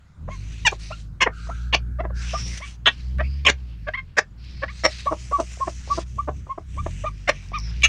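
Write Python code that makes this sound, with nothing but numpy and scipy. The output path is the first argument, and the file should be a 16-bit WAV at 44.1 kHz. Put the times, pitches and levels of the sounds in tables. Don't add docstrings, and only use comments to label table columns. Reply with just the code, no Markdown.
import sys
import numpy as np
from scipy import signal
from scipy.fft import rfft, irfft, next_fast_len
from scipy.io import wavfile
from scipy.ndimage import uniform_filter1d, minimum_filter1d, map_coordinates

SR = 44100
rng = np.random.default_rng(int(sys.argv[2]) if len(sys.argv) > 2 else 0)


def dump(signal):
    limited = np.clip(np.atleast_2d(signal).T, -1, 1)
    pcm = np.round(limited * 32767).astype(np.int16)
    wavfile.write(sys.argv[1], SR, pcm)


N = 347508
TOP_HZ = 15800

# (centre [Hz], width [Hz], level [dB])
CHEST = [(240, 400, -5), (618, 178, 3), (1140, 220, -2.5)]
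# (centre [Hz], width [Hz], relative level [dB])
WINDPIPE = [(3310, 3800, -7), (6115, 370, -5), (6660, 330, -5.5), (8130, 6700, -20.5)]


def amp(db):
    return 10 ** (np.asarray(db) / 20)


def unit(x):
    return x / np.sqrt(np.mean(x ** 2) + 1e-20)


def along(points, hz):
    f, v = np.transpose(points)
    return np.interp(np.log(hz + 1), np.log(f + 1), v)


def curves(rows):
    s, *cols = np.transpose(rows)
    return [np.interp(np.arange(N) / SR, s, c) for c in cols]


def wobble(rate, size=N):
    return map_coordinates(rng.standard_normal(4096), [np.arange(size) * rate / SR], mode="wrap")


def filtered(x, response):
    m = next_fast_len(len(x) + 4096)
    return irfft(rfft(x, m) * response(np.fft.rfftfreq(m, 1 / SR)), m)[:len(x)]


def resonances(modes, f):
    return sum((-1) ** k * amp(db) * 1j * f * w / (c * c - f * f + 1j * f * w)
               for k, (c, w, db) in enumerate(modes))


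def chest_response(f):
    return resonances(CHEST, f) / (1 + (f / 1450) ** 8)


def hiss(spectrum):
    z = signal.stft(rng.standard_normal(N), nperseg=512)[2]
    field = uniform_filter1d(rng.standard_normal(z.shape), size=10, axis=0)
    field = uniform_filter1d(field, size=16, axis=1)
    noise = signal.istft(z * amp(2.5 * unit(field)), nperseg=512)[1][:N]
    return unit(filtered(noise, lambda hz: amp(along(spectrum, hz))))


def narrow_hiss(centre_hz, width_hz):
    phase = 2 * np.pi * np.cumsum(centre_hz) / SR
    return wobble(width_hz, len(phase)) * np.cos(phase) + wobble(width_hz, len(phase)) * np.sin(phase)


def add(track, s, sound):
    room_left = track[round(s * SR):][:len(sound)]
    room_left += sound[:len(room_left)]


def scatter(x, share=0.8, t60=0.016):
    t = np.arange(512) / SR
    echoes = rng.standard_normal(len(t)) * amp(-60 * t / t60)
    return x + share * signal.fftconvolve(x, echoes / np.linalg.norm(echoes))[:len(x)]


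def yard():
    # (frequency [Hz], relative density [dB])
    yard_spectrum = [(160, 5.5), (300, -20.5), (1200, -16.5), (4000, -28.5), (7000, -32), (15000, -57.5)]
    return amp(-52.0) * hiss(yard_spectrum)


def engine(rumble_db=-12, steady_db=-29):
    # (time [s], mean firing rate [1/s])
    revs = [(0.15, 34.1), (0.5, 55), (1.17, 51.5), (1.68, 60), (2.92, 58.5), (3.43, 71.0), (4.2, 36),
            (4.42, 61.5), (6.15, 61), (6.33, 71), (6.7, 29), (7.08, 53.0), (7.42, 43.9), (7.88, 64.6)]
    # (time [s], level [dB])
    throb_levels = [(0.15, -52.5), (0.26, -32), (1.3, -37.5), (1.66, -26.5), (2.52, -28.5), (2.63, -39.5),
                    (2.96, -35.5), (3.18, -21), (4.25, -48), (4.47, -35.5), (5.59, -36.5), (6.33, -31),
                    (6.56, -47), (6.8, -28), (7.42, -38.5), (7.62, -28.5), (7.88, -26)]
    # (frequency [Hz], relative level [dB])
    exhaust = [(25, -22), (40, -5.5), (62, 3), (85, -5.5), (120, -11.5), (180, -16.5), (240, -34.5),
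               (400, -46.5)]
    # (frequency [Hz], relative density [dB])
    rumble_spectrum = [(45, -9.5), (90, 2), (260, -16), (1500, -57.5)]
    rate, = curves(revs)
    db, = curves(throb_levels)
    uneven = np.minimum(amp((steady_db - db) / 2), 2)
    phase = 2 * np.pi * np.cumsum(rate * (1 + 0.0084 * wobble(24))) / SR
    orders = np.arange(1, 8)[:, None]
    gains = amp(along(exhaust, orders * rate))
    partials = gains * np.sin(orders * phase + orders ** 2)
    throb = np.sqrt(2) * np.sum(partials, axis=0) / np.linalg.norm(gains, axis=0)
    return amp(db) * (throb * amp(uneven * wobble(22)) + uneven * amp(rumble_db) * hiss(rumble_spectrum))


def hollow_hiss(low_hz=1380, high_hz=1620, width_hz=450):
    # (time [s], level [dB])
    hollow = [(1.2, -70), (1.3, -48.5), (1.55, -48.5), (1.85, -59.5), (2.08, -60.5), (2.2, -43),
              (2.55, -76)]
    db, = curves(hollow)
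    centre_hz, = curves([(hollow[0][0], low_hz), (hollow[-1][0], high_hz)])
    return amp(db) * narrow_hiss(centre_hz, width_hz)


def ticks(t60=0.016, width_hz=890):
    # (time [s], level [dB], resonance [Hz])
    tick_rows = [(0.713, -33.5, 6760), (3.185, -30, 1490), (7.486, -42, 5570), (7.585, -24.5, 5400),
                 (7.599, -31, 5000), (7.822, -17, 2660)]
    track, t = np.zeros(N), np.arange(2048) / SR
    for s, db, hz in tick_rows:
        noise = rng.standard_normal(len(t))
        snap = unit(filtered(noise, lambda f: resonances([(hz, width_hz, 0)], f) ** 2))
        add(track, s, amp(db - 60 * t / t60) * snap)
    return track


def gliding_hiss(width_hz=680):
    # (time [s], length [s], level [dB], first centre [Hz], last centre [Hz])
    glides = [(2.298, 0.23, -36.5, 5290, 5740), (3.223, .06, -43, 2200, 2570),
              (3.234, .19, -54.5, 4800, 4930), (7.537, 0.19, -46, 5800, 5100)]
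    track = np.zeros(N)
    for s, length, db, first_hz, last_hz in glides:
        u = np.linspace(0, 1, round(length * SR))
        band = narrow_hiss(first_hz + (last_hz - first_hz) * u, width_hz)
        add(track, s, amp(db) * np.sin(np.pi * u) * band)
    return track


def feathers(scrape_t60=0.065, longest_attack_s=0.09, release_s=0.091, brush_width_hz=2300,
             crackles_per_s=87, crackle_db=-15):
    # (frequency [Hz], relative density [dB])
    rub_spectrum = [(250, -9.5), (800, -17), (1600, -7), (2600, -1), (3300, -6), (4200, -13), (9000, -52.5)]
    # (frequency [Hz], relative density [dB])
    brush_spectrum = [(2500, -22), (3900, -7.5), (4900, -11), (5600, -13.5), (6400, -23), (12000, -51)]
    # (frequency [Hz], relative density [dB])
    silk_spectrum = [(4000, -35.5), (5900, 5), (8800, -8), (10500, -20.5), (12000, -35.5)]
    # (time [s], length before the fade [s], firm rub [dB], brush [dB],
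    # silky hiss [dB], brush resonance [Hz], growth from start to end [dB])
    strokes = [(0.262, 0.45, -52, -57.5, -57, 4270, 3), (0.778, 0.23, -52.5, -52, -54, 4900, -13.5),
               (1.31, 0.33, -58, -57.5, -59.5, 4500, -2), (2.136, 0.41, -43, -45.5, -48, 5600, 5),
               (2.602, 0.079, -42.5, -53, -49, 5800, -2), (2.846, 0.3, -56, -58, -67, 4750, -15),
               (3.169, 1, -62.5, -68, -80, 4720, -17), (4.368, 0.32, -54, -53.5, -72, 4770, -2.5),
               (4.687, 0.32, -49, -47, -53, 4280, 5.5), (5.039, 0.75, -53, -55.5, -51.5, 5580, -0.5),
               (5.784, 0.17, -51, -52, -56, 5800, 16.5), (6.035, 0.63, -64.5, -71, -66, 5820, -13.5),
               (6.654, 0.38, -54, -68, -55, 6140, 6), (7.06, 0.4, -57.5, -61.5, -65, 6160, 7),
               (7.509, 0.3, -49.5, -53, -75.5, 6000, 0.5)]
    # (time [s], level [dB])
    scrapes = [(0.793, -37), (2.572, -25), (5.399, -30.5), (5.992, -36.5)]
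    grain = amp(1.5 * wobble(30) + 1.3 * wobble(450))
    rub, brush, silk = hiss(rub_spectrum), hiss(brush_spectrum), hiss(silk_spectrum)

    def crackle_colour(hz):
        return amp(along(brush_spectrum, hz)) + amp(along(silk_spectrum, hz)) / 10

    snaps = (rng.random(N) < crackles_per_s / SR) * rng.standard_normal(N)
    crackle = unit(filtered(scatter(snaps), crackle_colour))
    sliding = np.zeros(N)
    for s, length, rub_db, brush_db, silk_db, brush_hz, growth_db in strokes:
        span = slice(round(s * SR), round((s + length + release_s) * SR))
        t = np.arange(len(rub[span])) / SR
        attack = longest_attack_s * amp(min(growth_db, 0) / 2)
        touch = np.clip(np.minimum(t / attack, 1 - (t - length) / release_s), 0, 1)
        swish = unit(filtered(brush[span], lambda f: resonances([(brush_hz, brush_width_hz, 0)], f) ** 2))
        colour = amp(rub_db) * (rub[span] + amp(crackle_db) * crackle[span])
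        colour = colour + amp(brush_db) * swish + amp(silk_db) * silk[span]
        add(sliding, s, touch * amp(growth_db * (t / length - 0.5)) * colour)
    catches, t = np.zeros(N), np.arange(SR // 4) / SR
    for s, db in scrapes:
        add(catches, s, amp(db - 60 * t / scrape_t60) * (1 - np.exp(-t / 0.0038)))
    return grain * (sliding + catches * (rub + silk + brush) / 2)


def nest_box(x):
    # (frequency [Hz], t60 [s])
    box_t60 = [(200, 0.11), (1200, 0.082), (2500, 0.094), (6000, 0.084), (12000, 0.013)]
    hz, t, z = signal.stft(rng.standard_normal(SR // 8), SR, nperseg=256)
    decay = amp(-60 * t / along(box_t60, hz)[:, None])
    tail = signal.istft(z * decay, SR, nperseg=256)[1]
    return signal.fftconvolve(np.pad(x, (128, 0)), tail / np.linalg.norm(tail))


def throat_pop(t60=0.02):
    t = np.arange(2048) / SR
    puff = unit(filtered(rng.standard_normal(len(t)), chest_response))
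    return amp(-60 * t / t60) * (1 - np.exp(-t / 0.0015)) * puff


def whine(row, waver=0.022, rasp=0.37, attack=0.11):
    # (centre [Hz], width [Hz], relative level [dB])
    nasal = [(1170, 210, 1.5), (2015, 360, 7), (3850, 280, -27)]
    _, length, db, first_hz, last_hz, doubling = row
    size = 4096
    u = np.clip(np.arange(size) / SR / length, 0, 1)
    pitch = first_hz + (last_hz - first_hz) * np.sin(np.pi / 2 * u)
    pitch = pitch * (1 + waver * wobble(310, size))
    phase = 2 * np.pi * np.cumsum(pitch) / SR
    pulses = unit(np.sum(np.cos(np.arange(1, 7)[:, None] * phase), axis=0))
    pulses = pulses * (1 + doubling * np.cos(phase / 2))
    effort = np.clip(u / attack, 0, 1) * np.clip(2 * (1 - u), 0, 1)
    source = effort * (pulses + rasp * rng.standard_normal(size))
    tone = filtered(source, lambda f: resonances(nasal, f) / (1 + (f / 4300) ** 6))
    return amp(db) * np.sqrt(np.mean(effort ** 2)) * unit(tone)


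def peep(row, waver=0.0086, third_db=-12, fall_db=-11, hoarse=0.37, scoop=0.3):
    _, length, db, first_hz, middle_hz, last_hz, overtone_db = row
    size = 4096
    u = np.clip(np.arange(size) / SR / length, 0, 1)
    arch = np.polyfit([0, 0.5, 1], [first_hz, middle_hz, last_hz], 2)
    pitch = np.polyval(arch, u) * (1 + waver * wobble(266, size))
    pitch = pitch * (1 - scoop * (2 * u - 1) ** 10)
    phase = 2 * np.pi * np.cumsum(pitch) / SR
    shaky = phase + hoarse / 2 * wobble(1500, size)
    overtones = np.sin(2 * shaky)
    for k in range(3):
        overtones = overtones + amp(third_db + fall_db * k) * np.sin((k + 3) * shaky)
    swell = np.abs(np.sin(np.pi * u ** 0.89)) ** 1.52 * amp(wobble(97, size))
    return np.sqrt(2) * amp(db) * swell * (np.sin(phase) + amp(overtone_db) * overtones)


def cluck(row, jitter, flutter_db, doubling, rasp, shoulder, knee, bright_hz, windpipe=WINDPIPE):
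    # (frequency [Hz], relative level [dB])
    beak_band = [(200, -42.5), (900, -8), (1600, 11.5), (3900, 4), (4600, -1.5), (5300, 5), (6800, -2.5),
                 (9000, -7.5), (15000, -20)]
    beak_path = [0.99, 0.97, 0.86]
    pitch_hold = 2.6
    _, length, swell, chest_db, beak_db, first_hz, last_hz, rough, beak_hz, beak_width_hz = row
    size = 4096
    u = np.clip(np.arange(size) / SR / length, 0, 1)
    crest = np.clip(swell / length, 0.1, 0.85)
    surge = crest * knee
    effort = np.interp(u, [0, crest / 4, surge, crest, (1 + crest) / 2, 1], [0, shoulder, 0.6, 1, 0.72, 0])
    ragged = rough ** np.interp(u, [surge, crest], [2, 1]) * (1 + u / 2)
    pitch = first_hz + (last_hz - first_hz) * u ** pitch_hold
    pitch = pitch * np.exp(jitter * ragged * wobble(344.1, size))
    phase = 2 * np.pi * np.cumsum(pitch) / SR
    k = np.arange(1, 41)[:, None]
    pulses = unit(np.sum(np.cos(k * phase) * (k * pitch < TOP_HZ), axis=0))
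    pulses = pulses * (1 + doubling * ragged * np.cos(phase / 2)) * amp(flutter_db * ragged * wobble(600, size))
    air = ragged * (1 + np.cos(phase)) * rng.standard_normal(size)
    source = effort * (pulses + rasp * air) / np.sqrt(1 + (rasp * ragged) ** 2)
    chest = filtered(effort * (pulses + air / 2), chest_response)

    def mouth(f):
        return amp(along(beak_band, f)) / (1 + (f / bright_hz) ** 4)

    beak = np.zeros(size)
    for stage, share in zip(np.eye(len(beak_path)), beak_path):
        def opening(f):
            ring = resonances([(beak_hz * share, beak_width_hz, 0)], f)
            return ring * mouth(f) / (1 + (f / (2 * beak_hz)) ** 4)
        beak = beak + filtered(source * np.interp(u, [0, crest, 1], stage), opening)
    beak = beak - filtered(source * effort, lambda f: resonances(windpipe, f) * mouth(f))
    voiced = amp(chest_db) * unit(chest) + amp(beak_db) * unit(scatter(beak))
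    return np.sqrt(np.mean(effort ** 2)) * voiced


def hen(crest=0.69, shut_beak_hz=1800, shut_width_hz=600, box_db=-13.0):
    # (time [s], length [s], time to crest [s], chest [dB], beak [dB], first pitch [Hz], last pitch [Hz],
    # roughness [0-1], beak resonance [Hz], its width [Hz], windpipe [dB], high ring [Hz], high ring [dB])
    squawks = [(0.649, 0.035, 0.019, -19, -9.5, 979, 735, 0.2, 2116, 700, -1.5, 5850, -22.5),
               (1.204, .038, 0.018, -18, -11.5, 1133, 1024, 0.55, 2330, 860, -2.5, 6860, -19.5),
               (1.725, 0.029, 0.037, -18.5, -12.5, 1065, 493, .65, 2910, 1180, -6.5, 4510, 6.5),
               (2.856, 0.038, 0.016, -21, -9, 1098, 603, 1, 2900, 1093, -9, 3640, -1.5),
               (3.449, 0.0082, 0.0067, -24, -17.5, 1130, 1110, 0.68, 2810, 500, -6, 4910, -20.5),
               (3.461, 0.029, 0.0046, -20, -9, 1114, 1045, 0.71, 2820, 454, -9.5, 6180, -10),
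               (3.478, 0.026, 0.032, -19.5, -11.5, 428, 299, 0.9, 2080, 500, -1, 5660, -5.5),
               (4.167, .032, 0.019, -18.5, -11.5, 566, 263.4, 0.86, 1840, 700, -1, 5570, -15),
               (4.834, 0.037, 0.018, -14.5, -13.5, 620, 550, 0.86, 1800, 850, -1, 5450, 7.5),
               (7.274, 0.031, 0.0216, -14, -14.5, 696, 507, .7, 1870, 1100, 0.5, 4200, -1),
               (7.831, 0.036, 0.0076, -29.5, -6.5, 1286, 1285, 0.81, 2640, 496, -5, 6520, -3.5)]
    # (time [s], chest [dB], beak [dB], first pitch [Hz])
    grumbles = [(1.984, -22.5, -36, 599), (3.187, -23, -26, 571.5), (3.865, -25, -26, 564.5),
                (4.617, -24.5, -24, 537.5)]
    # (time [s], length [s], chest [dB], beak [dB], first pitch [Hz])
    clucks = [(0.717, 0.016, -25.5, -49, 400), (1.257, 0.021, -16, -20.5, 496),
              (2.03, 0.034, -29, -40.5, 443), (2.097, 0.012, -35, -54, 624), (5.106, 0.029, -18, -49, 335),
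              (5.38, 0.032, -19, -54, 338.8), (5.669, .016, -20.5, -38, 345.6),
              (5.971, 0.0202, -20.5, -62, 340), (6.272, 0.026, -21.5, -42, 308.7),
              (6.574, 0.015, -26.5, -51, 344), (6.859, 0.0093, -21.5, -37, 383)]
    # (time [s], length [s], level [dB], middle pitch [Hz], glide [Hz], overtones [dB], opening grunt [dB])
    peeps = [(0.286, 0.085, -42, 1088, 42, -4, -31), (0.912, 0.038, -36.5, 1395, 201, -3, -30.5),
             (1.496, 0.046, -35.5, 1354, 217, -34, -30), (2.341, 0.032, -23.5, 1216, 0, -21, -24),
             (2.607, 0.058, -40, 1137, 262, 3.5, -42.5), (5.066, 0.031, -14.5, 1131, -20, -32, -25.5),
             (5.32, 0.059, -17, 1149, -83, -33, -27.5), (5.604, 0.045, -20.5, 1080, -22, -53, -36),
             (5.898, 0.042, -17.5, 1151, 27, -35, -39), (6.182, 0.034, -20.5, 1157, 142, -34, -42.5),
             (6.49, 0.047, -24.5, 1077, 38, -27, -45), (6.773, 0.043, -28, 1176, 192, -17, -44),
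             (7.046, 0.053, -26, 1225, -46, -13, -24), (7.529, 0.059, -23.5, 1226, -76, -8, -49)]
    # (overtones [dB], droop [share of pitch])
    droop = [(-23.5, 0.05), (-8.5, 0.175)]
    # (time [s], length [s], level [dB], first pitch [Hz], last pitch [Hz],
    # period doubling [0-1])
    whines = [(3.935, 0.031, -25, 884, 1136, 0.04), (3.97, 0.04, -31, 1058, 1065, 0.4),
              (4.678, 0.038, -37, 870, 1255, 0.5)]
    # (time [s], level [dB])
    pops = [(1.472, -30), (5.571, -33.5), (5.874, -29), (6.467, -28), (7.517, -29)]
    ring_width_hz = 150
    grumble_s, grumble_rise, grumble_rough = 0.0314, 1.3, 0.65
    slack_hz, cluck_rough = 281.7, 0.54
    grunt_lead_s, grunt_s, grunt_rough = 0.011, 0.01885, 0.56
    grunt_from, grunt_to = 0.46, 0.744
    grunt_beak_db = -18.5
    calls = []
    for *row, windpipe_db, ring_hz, ring_db in squawks:
        windpipe = [(hz, width, db + windpipe_db) for hz, width, db in WINDPIPE]
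        windpipe.append((ring_hz, ring_width_hz, ring_db))
        calls.append((row[0], cluck(row, jitter=0.11, flutter_db=3, doubling=0.51, rasp=1, shoulder=0.48,
                                    knee=0.66, bright_hz=11400, windpipe=windpipe)))
    for s, chest_db, beak_db, hz in grumbles:
        row = (s, grumble_s, crest * grumble_s, chest_db, beak_db, hz, hz * grumble_rise, grumble_rough,
               shut_beak_hz, shut_width_hz)
        calls.append((s, cluck(row, jitter=0.029, flutter_db=2, doubling=0.23, rasp=4.4, shoulder=0.26,
                               knee=0.67, bright_hz=3450)))
    soft = [(*row, slack_hz, cluck_rough) for row in clucks]
    for s, length, db, hz, glide_hz, overtone_db, grunt_db in peeps:
        ends_hz = hz * (1 - np.interp(overtone_db, *np.transpose(droop)))
        soft.append((s - grunt_lead_s, grunt_s, grunt_db, grunt_db + grunt_beak_db,
                     hz * grunt_from, hz * grunt_to, grunt_rough))
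        row = (s, length, db, ends_hz - glide_hz / 2, hz, ends_hz + glide_hz / 2, overtone_db)
        calls.append((s, peep(row)))
    for s, length, *tone in soft:
        row = (s, length, crest * length, *tone, shut_beak_hz, shut_width_hz)
        calls.append((s, cluck(row, jitter=0.16, flutter_db=3.5, doubling=0.14, rasp=0.6, shoulder=0.26,
                               knee=0.54, bright_hz=2300)))
    calls += [(row[0], whine(row)) for row in whines]
    calls += [(s, amp(db) * throat_pop()) for s, db in pops]
    voice = np.zeros(N)
    for s, sound in calls:
        add(voice, s, sound)
        add(voice, s, amp(box_db) * nest_box(sound))
    return voice


def scene():
    small_sounds = hollow_hiss() + ticks() + gliding_hiss() + feathers()
    return (yard() + engine() + small_sounds + hen())[None]


def record(dry, ceiling=0.78, lookahead_s=0.0013):
    window = 2 * round(lookahead_s * SR) + 1
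    needed = np.minimum(1, ceiling / (np.abs(dry[0]) + 1e-9))
    gain = uniform_filter1d(minimum_filter1d(needed, window), window)
    return filtered(gain * dry[0], lambda hz: hz < TOP_HZ)[None]


dry = scene()
out = record(dry)
dump(out)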